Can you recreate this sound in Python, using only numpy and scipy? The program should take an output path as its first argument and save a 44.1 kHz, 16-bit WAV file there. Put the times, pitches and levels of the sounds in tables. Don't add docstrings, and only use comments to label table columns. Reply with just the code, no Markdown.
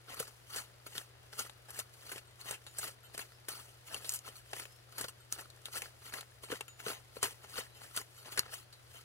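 import sys
import numpy as np
from scipy import signal
from scipy.fft import rfft, irfft
from scipy.io import wavfile
from scipy.ndimage import uniform_filter1d

SR = 44100
rng = np.random.default_rng(int(sys.argv[2]) if len(sys.argv) > 2 else 0)


def to_wav(s):
    ch = np.atleast_2d(s).T
    pcm = np.round(np.clip(ch, -1, 1) * 32767)
    wavfile.write(sys.argv[1], SR, pcm.astype(np.int16))


N = 398663

# [f/Hz, relative level/dB]
STALK_SPECTRUM = [(150, -31), (1200, -3), (2300, -4), (2850, 0.5), (4000, -4.5), (5300, -0.5), (6200, 0),
                  (7700, 0), (9300, -0.5), (11000, 2), (12300, -4), (14500, -4.5), (16000, -7.5)]
# [f/Hz, relative level/dB]
SOIL_SPECTRUM = [(60, -11), (170, -7.5), (230, -7.5), (330, -6.5), (460, 0), (650, -5), (950, -6),
                 (1380, -6), (1700, -2), (2300, -9.5), (3200, -13), (6000, -15.5), (16000, -51)]
# [f/Hz, relative level/dB, t60/s]
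BLADE_MODES = [(1377, 10.5, 0.053), (2735, -1.5, 0.19), (3057, 4, 0.14), (3800, 0, 0.17), (4380, -3, 0.23),
               (6950, -1.5, 0.28), (7580, 4, 0.037), (8400, 3, 0.15), (10600, -30, 0.091),
               (11700, 8, 0.071), (11700, -21, 0.072), (13800, -35, 0.11), (14630, -12, .12)]


def amp(db):
    return 10 ** (np.asarray(db) / 20)


def evened(x):
    return x / np.sqrt(np.mean(x ** 2) + 1e-20)


def read(points, hz):
    f, value = np.transpose(points)
    return np.interp(np.log(hz + 1), np.log(f + 1), value)


def add(mix, s, sound):
    part = mix[max(round(s * SR), 0):][:len(sound)]
    part += sound[:len(part)]


def colour(x, spectrum, size=2048):
    hz = abs(np.fft.fftfreq(size, 1 / SR))
    log_gain = np.log(amp(read(spectrum, hz)))
    response = np.exp(np.conj(signal.hilbert(log_gain)))
    taps = np.fft.ifft(response).real[:size // 2]
    return signal.oaconvolve(x, taps[None] / np.linalg.norm(taps), axes=1)[:, :N]


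def burst(power, spectrum):
    envelope = np.sqrt(np.maximum(power, 0))
    return colour(envelope * rng.standard_normal((2, N)), spectrum)


def drift(per_s):
    t = np.arange(0, N, 100) / SR
    rates_hz = np.geomspace(per_s / 10, per_s, 20)
    slow = sum(np.sin(2 * np.pi * (f * t + rng.random())) / np.sqrt(f) for f in rates_hz)
    return evened(np.interp(np.arange(N) / SR, t, slow))


def grains(per_s, spread_db, decay_s, smooth):
    sizes = amp(spread_db * np.minimum(rng.exponential(1, N), 4)) ** 2
    sizes *= rng.random(N) < per_s / SR
    power = signal.lfilter([1], [1, -np.exp(-1 / (decay_s * SR))], sizes)
    power /= uniform_filter1d(power, size=2200) + power.mean() / 20
    share = np.clip(smooth, 0, 1)
    return share + (1 - share) * power / power.mean()


def fibres(per_s, spread_db, decay_s, count=16):
    t, out = np.arange(160) / SR, np.zeros((2, N + 160))
    for shapes in rng.standard_normal((count, 2, len(t))) * np.exp(-t / decay_s):
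        events = rng.random((round(per_s * N / SR / count), 2))
        starts = (events[:, :1] * N).astype(int)
        size = amp(spread_db * np.minimum(-np.log(events[:, 1]), 2.5))
        for side, shape in zip(out, shapes):
            np.add.at(side, starts + np.arange(len(t)), size[:, None] * shape)
    out = out[:, :N]
    local = uniform_filter1d((out ** 2).mean(0), size=1500)
    return evened(out / np.sqrt(abs(local) + local.mean() / 10))


def ports(x, likeness):
    # [f/Hz, phase/rad]
    lead_points = [(100, 0.13), (480, .6), (1000, 2.85), (1400, 0.83), (1800, 1.4), (2300, 2.13),
                   (3000, 2.74), (3800, 2.93), (6000, 5.18), (8300, 4.7), (12000, 5)]
    # [f/Hz, level/dB]
    balance_points = [(100, 1.1), (300, 2.9), (650, 4.1), (1400, 3.1), (2500, 2.1), (9000, 1.44),
                      (15000, 2.5)]
    hz, (a, b) = np.fft.rfftfreq(N, 1 / SR), rfft(x)
    same = np.clip(read(likeness, hz), 0, .98)
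    lead = read(lead_points, hz)
    right = same * np.exp(-1j * lead) * a + np.sqrt(1 - same ** 2) * b
    tilt = amp(read(balance_points, hz) / 2)
    centre = np.sqrt((1 + same * np.cos(lead)) / 2)
    return irfft(np.array([a * tilt, right / tilt]) / centre, N)


def background(air_db=-66, leaves_db=-70):
    # [f/Hz, relative level/dB]
    air_spectrum = [(15, -43), (30, -30), (45, 1), (65, 7), (95, 7.5), (160, -8.5), (220, -13.5),
                    (380, -4.5), (600, -5.5), (950, -11.5), (1500, -9), (2300, -13), (4800, -15.5),
                    (11000, -46), (15500, -65)]
    swell_db, stir_db = .3 * drift(3), 1.3 * drift(8)
    air = burst(amp(air_db + swell_db) ** 2, air_spectrum)
    ticks = grains(per_s=39, spread_db=-2.5, decay_s=0.0029, smooth=0.79)
    return air + burst(amp(leaves_db + stir_db) ** 2 * ticks, STALK_SPECTRUM)


def hum(hum_hz=120.6, hum_db=-64.5, overtone_db=-23):
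    turn = 2 * np.pi * hum_hz * np.arange(N) / SR + .08 * drift(3)
    tone = np.sin(turn) + amp(overtone_db) * sum(np.sin(k * turn) for k in range(3, 7))
    return amp(hum_db) * evened(tone) * amp([[1.], [-1.]])


def garden(x, echo_db=-13, t60=0.049):
    t = np.arange(SR // 3) / SR
    tail = rng.standard_normal((2, len(t))) * amp(-60 * t / t60) * (t > .003)
    return amp(echo_db) * signal.oaconvolve(x, tail / np.linalg.norm(tail[0]), axes=1)[:, :N]


def bird(waver=0.014):
    # [t/s, length/s, start f/Hz, end f/Hz, level/dB]
    whistle_rows = [(3.29, .08, 3930, 5300, -69), (4.656, .15, 4790, 5440, -71),
                    (7.677, .09, 3820, 4100, -71), (8.595, .065, 3800, 4550, -69),
                    (8.76, .04, 3900, 3980, -71)]
    out = np.zeros(N)
    for s, length, start_hz, end_hz, db in whistle_rows:
        u = np.linspace(0, 1, round(length * SR))
        glide_hz = end_hz + (start_hz - end_hz) * (1 - np.sin(np.pi * u / 2))
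        hz = glide_hz * (1 + waver * drift(146)[:len(u)])
        envelope = amp(db) * np.sqrt(abs(np.sin(np.pi * u)))
        add(out, s, envelope * np.sin(2 * np.pi * np.cumsum(hz) / SR))
    far = np.array([out, out])
    return far + garden(far, echo_db=-1, t60=0.2)


def blade_ring(weights, damping):
    t = np.arange(SR // 3) / SR
    return sum(w * amp(db - 60 * damping * t / t60) * np.cos(2 * np.pi * hz * t)
               for w, (hz, db, t60) in zip(weights, BLADE_MODES))


def blade(cutting, ring_db=-13, buried_damping=3.7, flick_db=3.0, scrape_s=0.013, octaves=0.06):
    # [t/s, level before flick_db/dB, favoured f/Hz]
    flick_rows = [(0.865, -63, 8400), (2.27, -67, 8450), (2.669, -62, 7300), (3.031, -65, 1390),
                  (3.042, -60, 11000), (4.359, -71, 8400), (5.203, -66, 8300), (6.442, -60, 7800),
                  (6.68, -59, 7000), (7.429, -65, 6650), (7.747, -63.5, 3100), (8.177, -58.5, 10800),
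                  (8.953, -61.5, 3120)]
    out, mode_hz, t = np.zeros((2, N)), np.array(BLADE_MODES)[:, 0], np.arange(SR // 20) / SR
    for side, drive in zip(out, cutting):
        ring = blade_ring(np.ones(len(BLADE_MODES)), buried_damping)
        side += amp(ring_db) * signal.oaconvolve(drive, ring / np.linalg.norm(ring))[:N]
        for s, db, hz in flick_rows:
            scrape = rng.standard_normal(len(t)) * np.exp(-t / scrape_s)
            nearness = 1 / (1 + (np.log2(mode_hz / hz) / octaves) ** 2)
            free = blade_ring(.3 + .7 * nearness, 1)
            flick = signal.fftconvolve(free, scrape / np.linalg.norm(scrape))
            add(side, s, amp(db + flick_db) * flick)
    return out


def bumps(grit_db=-12, thud_db=-6, grit_s=0.002, thud_s=0.0034):
    # [t/s, level before grit_db and thud_db/dB, thud f/Hz]
    bump_rows = [(0.203, -23, 486), (2.128, -35, 395), (2.509, -36, 513), (5.005, -34, 230),
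                 (5.044, -31.5, 400), (6.5015, -27.5, 394), (6.519, -26.5, 470), (6.524, -22, 284),
                 (6.536, -32.5, 1550), (6.864, -21.5, 440), (6.888, -36, 380), (6.907, -39, 533),
                 (7.167, -33, 490), (7.228, -39, 450), (7.247, -44, 1560), (7.277, -38.5, 440),
                 (7.586, -24, 493), (8.381, -28, 1800)]
    # [f/Hz, relative level/dB]
    earth_spectrum = [(60, -16.5), (200, -2.5), (320, -11), (470, 11.5), (750, -18), (1400, -4),
                      (1900, -21), (3000, -13), (8000, -40), (16000, -74)]
    t, power, thuds = np.arange(SR // 16) / SR, np.zeros(N), np.zeros((2, N))
    for s, db, hz in bump_rows:
        add(power, s, amp(db + grit_db) ** 2 * np.exp(-t / grit_s))
        push = amp(db + thud_db) * (1 - np.exp(-2 * hz * t)) * np.exp(-t / thud_s)
        add(thuds[0], s, push * np.sin(2 * np.pi * hz * t))
    return burst(power, earth_spectrum) + thuds


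def snaps(crack_db=-4.5, knock_db=0., stem_db=-4.5, stem_q=5.7, crack_s=0.002, tear_s=0.0024, tear_db=-14):
    # [t/s, level before mixing/dB, knock re crack/dB, length factor/1, stem f/Hz]
    snap_rows = [(.1437, -43.5, -10, .85, 11300), (0.1991, -33.5, -10.5, 1.6, 10700),
                 (0.56, -42.5, -6, 7.4, 6800), (0.9797, -32, -10.5, 0.72, 3370),
                 (1.3927, -34.5, -23, 1.7, 6260), (1.496, -48.5, -0.5, 0.91, 3770),
                 (1.705, -44, -12, 1.2, 11000), (1.7906, -36, -9.5, 1.6, 9100),
                 (1.7985, -37, -17, 0.31, 3630), (2.116, -44.5, -4, 3.7, 10500),
                 (2.1796, -48, -10, 1.9, 2640), (2.4123, -47, -23, 1.2, 4260),
                 (2.51, -33.5, -10.5, .83, 7900), (2.538, -47.5, -6.5, 3.8, 2680),
                 (2.6655, -51.5, -3, 2.6, 3800), (2.785, -34, -16, 2.4, 8400),
                 (2.84, -42, -4.5, 2.6, 10900), (3.178, -37.5, -3, .8, 9100),
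                 (3.1921, -37.5, -5, 0.59, 1830), (3.485, -38, -2.5, 0.56, 9000),
                 (3.4883, -34, -16, 0.73, 13100), (3.9441, -32, -12, 0.54, 2920),
                 (4.045, -47, -4, 2.8, 3400), (4.0925, -26, -29, 0.57, 6700), (4.1206, -36, -32, 1, 8900),
                 (4.1374, -34, -33, .9, 11800), (4.145, -37.5, -27, 2.7, 12800),
                 (4.159, -39, -22, 1.3, 8200), (4.1899, -41.5, -24, 0.45, 6350), (4.532, -42, 0, 1.4, 2680),
                 (4.5973, -38, -25, 0.73, 2000), (4.6543, -46, -0.5, 0.6, 2750),
                 (4.9808, -40.5, -5, 3.1, 11300), (5.011, -34.5, -8.5, 1.6, 8500),
                 (5.042, -43.5, 3, 1.3, 1480), (5.325, -24, -19, 0.28, 6300), (5.501, -53.5, -9, 1.2, 4240),
                 (5.656, -37.5, -18, 0.77, 3460), (5.7747, -41, -19, 0.69, 9100),
                 (5.8193, -37.5, -12, 1.26, 2270), (6.138, -38, -4.5, 1.2, 1880),
                 (6.2092, -43.5, -3.5, 0.78, 3970), (6.5179, -41.5, -1.5, 0.88, 1970),
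                 (6.6086, -36.5, -2.5, 0.75, 2520), (6.681, -50, -11, 1.1, 2660),
                 (7.229, -27.5, -6, 1.54, 8200), (7.242, -31.5, -25, .59, 9000),
                 (7.964, -34, -24, 1.9, 10300), (7.9744, -31, -3, 0.45, 3460), (8.3747, -36, -2, 3.5, 1880),
                 (8.3929, -18.5, -9, 0.3, 5000), (8.7262, -56, -7.5, 3.8, 4200)]
    # [f/Hz, relative level/dB]
    crack_spectrum = [(150, -70), (1000, -8), (2600, -3), (4000, -4), (5400, 13), (7500, 17), (10500, 17),
                      (13000, 9.5), (16000, -4)]
    t, crack, knock, stems = np.arange(SR // 16) / SR, np.zeros(N), np.zeros(N), np.zeros((2, N))
    for s, db, wood_db, length, hz in snap_rows:
        age = t / max(length, .1)
        tear = amp(tear_db) ** 2 * np.exp(-age / tear_s)
        power = amp(db) ** 2 * (np.exp(-age / crack_s) + tear)
        add(crack, s, power)
        add(knock, s, power * amp(wood_db) ** 2)
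        for side in stems:
            noise = np.sqrt(power) * rng.standard_normal(len(t))
            ring = signal.lfilter(*signal.iirpeak(hz, stem_q, SR), noise)
            add(side, s, evened(ring) * np.sqrt(power.mean()))
    cracks = amp(crack_db) * burst(crack, crack_spectrum)
    knocks = amp(knock_db) * burst(knock, SOIL_SPECTRUM)
    return cracks + knocks + amp(stem_db) * stems


def swell(t, s, hold, rise, fall, slope_db=20):
    early, late = np.maximum(s - t, 0), np.maximum(t - s - hold, 0)
    return amp(-slope_db * (early / max(rise, .003) + late / max(fall, .003)))


def drag(catch_db=2.0, catches_per_s=70, rest_stalk_db=-96.5, rest_soil_db=-71.5):
    # [t/s, hold/s, rise/s, fall/s, stalk level/dB, soil level/dB], before mixing
    stroke_rows = [(.198, 0.0097, .07, 0.089, -46, -47.5), (.568, 0.018, 0.083, 0.069, -44, -48.5),
                   (.975, 0.004, 0.092, 0.071, -46.5, -51), (1.395, 0.011, 0.052, .09, -44.5, -51),
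                   (1.793, 0.0065, 0.078, 0.039, -43.5, -48.5), (2.11, .07, 0.18, .03, -51.5, -54),
                   (2.464, 0.056, 0.033, 0.048, -48.5, -51), (2.838, 0.046, 0.12, 0.048, -46, -52),
                   (3.193, 0.022, 0.061, 0.052, -48.5, -51), (3.487, 0.0061, 0.0084, 0.22, -46.5, -54),
                   (3.94, 0.014, 0.091, 0.11, -51, -51.5), (4.098, 0.061, 0.12, 0.048, -45.5, -62),
                   (4.575, 0.046, 0.12, 0.065, -49.5, -54.5), (4.985, 0.073, 0.061, 0.028, -51, -54),
                   (5.39, 0.019, 0.047, .06, -50, -49.5), (5.755, 0.013, 0.042, 0.049, -39, -45),
                   (6.13, 0.06, 0.016, 0.072, -51, -51.5), (6.518, .012, 0.054, 0.1, -48.5, -48.5),
                   (6.88, 0.02, 0.062, 0.083, -42.5, -42.5), (7.229, 0.0059, .015, 0.089, -39.5, -40),
                   (7.586, 0.0077, 0.11, 0.085, -45, -46.5), (7.973, 0.004, 0.043, 0.063, -41.5, -45),
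                   (8.379, 0.0092, 0.041, .045, -48, -51), (8.537, 0.0038, 0.038, 0.08, -44.5, -52.5)]
    # [t/s, length/s, stalk level/dB, soil level/dB], before mixing
    brush_rows = [(0.099, 0.096, -54, -49), (0.122, 0.23, -54, -50.5), (0.28, 0.056, -48.5, -53),
                  (0.502, 0.048, -49, -52.5), (0.869, 0.031, -43.5, -46), (1.332, 0.063, -55.5, -56.5),
                  (1.453, .06, -61, -52.5), (1.696, .06, -51.5, -53.5), (1.938, .08, -60, -70),
                  (2.035, .1, -65, -66), (2.409, 0.099, -55, -57.5), (2.796, .07, -46, -50),
                  (3.147, 0.053, -49, -51), (3.572, .1, -50.5, -54), (3.88, 0.11, -52, -55),
                  (4.271, 0.15, -52.5, -51.5), (4.364, 0.1, -53.5, -70), (4.532, 0.023, -58, -44.5),
                  (4.925, 0.069, -57, -56), (5.086, 0.037, -45.5, -57), (5.329, 0.083, -45, -56),
                  (5.664, 0.096, -51, -53), (5.835, 0.11, -51.5, -51.5), (6.058, 0.29, -53, -56),
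                  (6.437, 0.067, -51.5, -55.5), (6.803, 0.068, -51.5, -54), (7.166, 0.2, -56.5, -60),
                  (7.318, 0.082, -55, -55), (7.444, 0.21, -58.5, -57.5), (7.496, 0.11, -55, -59),
                  (7.778, 0.3, -60, -60), (7.836, 0.42, -56, -58.5), (8.179, 0.32, -57.5, -63.5),
                  (8.265, .16, -55, -51.5), (8.321, 0.073, -45, -48), (8.457, 0.39, -67, -57.5),
                  (8.948, 0.45, -59, -63)]
    rise_share, fall_share = 0.29, 0.63
    t = np.arange(0, N, 32) / SR
    brushes = [(s, 0, rise_share * length, fall_share * length, stalk_db, soil_db)
               for s, length, stalk_db, soil_db in brush_rows]
    force = amp([[rest_stalk_db], [rest_soil_db]])
    for s, hold, rise, fall, stalk_db, soil_db in list(stroke_rows) + brushes:
        force = np.maximum(force, amp([[stalk_db], [soil_db]]) * swell(t, s, hold, rise, fall))
    knots = np.arange(0, N / SR, 1 / catches_per_s)
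    catch = evened(amp(catch_db * np.interp(t, knots, rng.uniform(-2, 2, len(knots)))))
    return [np.interp(np.arange(N) / SR, t, level * catch) for level in force]


def strokes(rub_db=-3.5, fibre_db=-9.5, soil_db=-4., crumb_db=-7.5, splinter_s=.00045):
    stalk, soil = drag()
    rub = burst(stalk ** 2, STALK_SPECTRUM)
    grit = grains(per_s=440, spread_db=5.5, decay_s=0.00066, smooth=0.26)
    grind = burst(soil ** 2 * grit, SOIL_SPECTRUM)
    crackle = colour(stalk * fibres(per_s=330, spread_db=5.5, decay_s=splinter_s), STALK_SPECTRUM)
    crumbs = colour(soil * fibres(per_s=170, spread_db=-0.5, decay_s=splinter_s), SOIL_SPECTRUM)
    return amp(rub_db) * rub + amp(fibre_db) * crackle + amp(soil_db) * grind + amp(crumb_db) * crumbs


def shifting_colour(x, count=12, depth=.75, span_s=.0016, turn_s=.014):
    t, out = np.arange(256) / SR, np.zeros((2, N))
    stalk = rng.integers(0, count, N)[(np.arange(N) / SR / turn_s).astype(int)]
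    for k in range(count):
        body = rng.standard_normal(len(t)) * np.exp(-t / span_s)
        body *= depth / np.linalg.norm(body)
        body[0] = 1
        out += signal.oaconvolve(x * (stalk == k), body[None] / np.linalg.norm(body), axes=1)[:, :N]
    return out


def scene():
    # [f/Hz, likeness/1]
    near_same = [(100, .97), (600, 1), (1000, -1.15), (1400, 0.64), (2000, 0.74), (3700, 0.27), (5800, 1.7),
                 (7600, -0.7), (10000, .5), (15000, -0.4)]
    far_same = [(150, 0.53), (300, 0.043), (850, 0.6), (1400, 0.057), (3000, 0.22), (6000, 0.29)]
    cutting = shifting_colour(strokes()) + snaps() + bumps()
    near = ports(cutting + blade(cutting), near_same)
    far = ports(garden(cutting) + background(), far_same)
    return near + far + hum() + bird()


def record(dry, edge_hz=15850):
    taps = signal.firwin(511, edge_hz, window=("kaiser", 9), fs=SR)
    return signal.oaconvolve(dry, taps[None], "same")


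dry = scene()
out = record(dry)
to_wav(out)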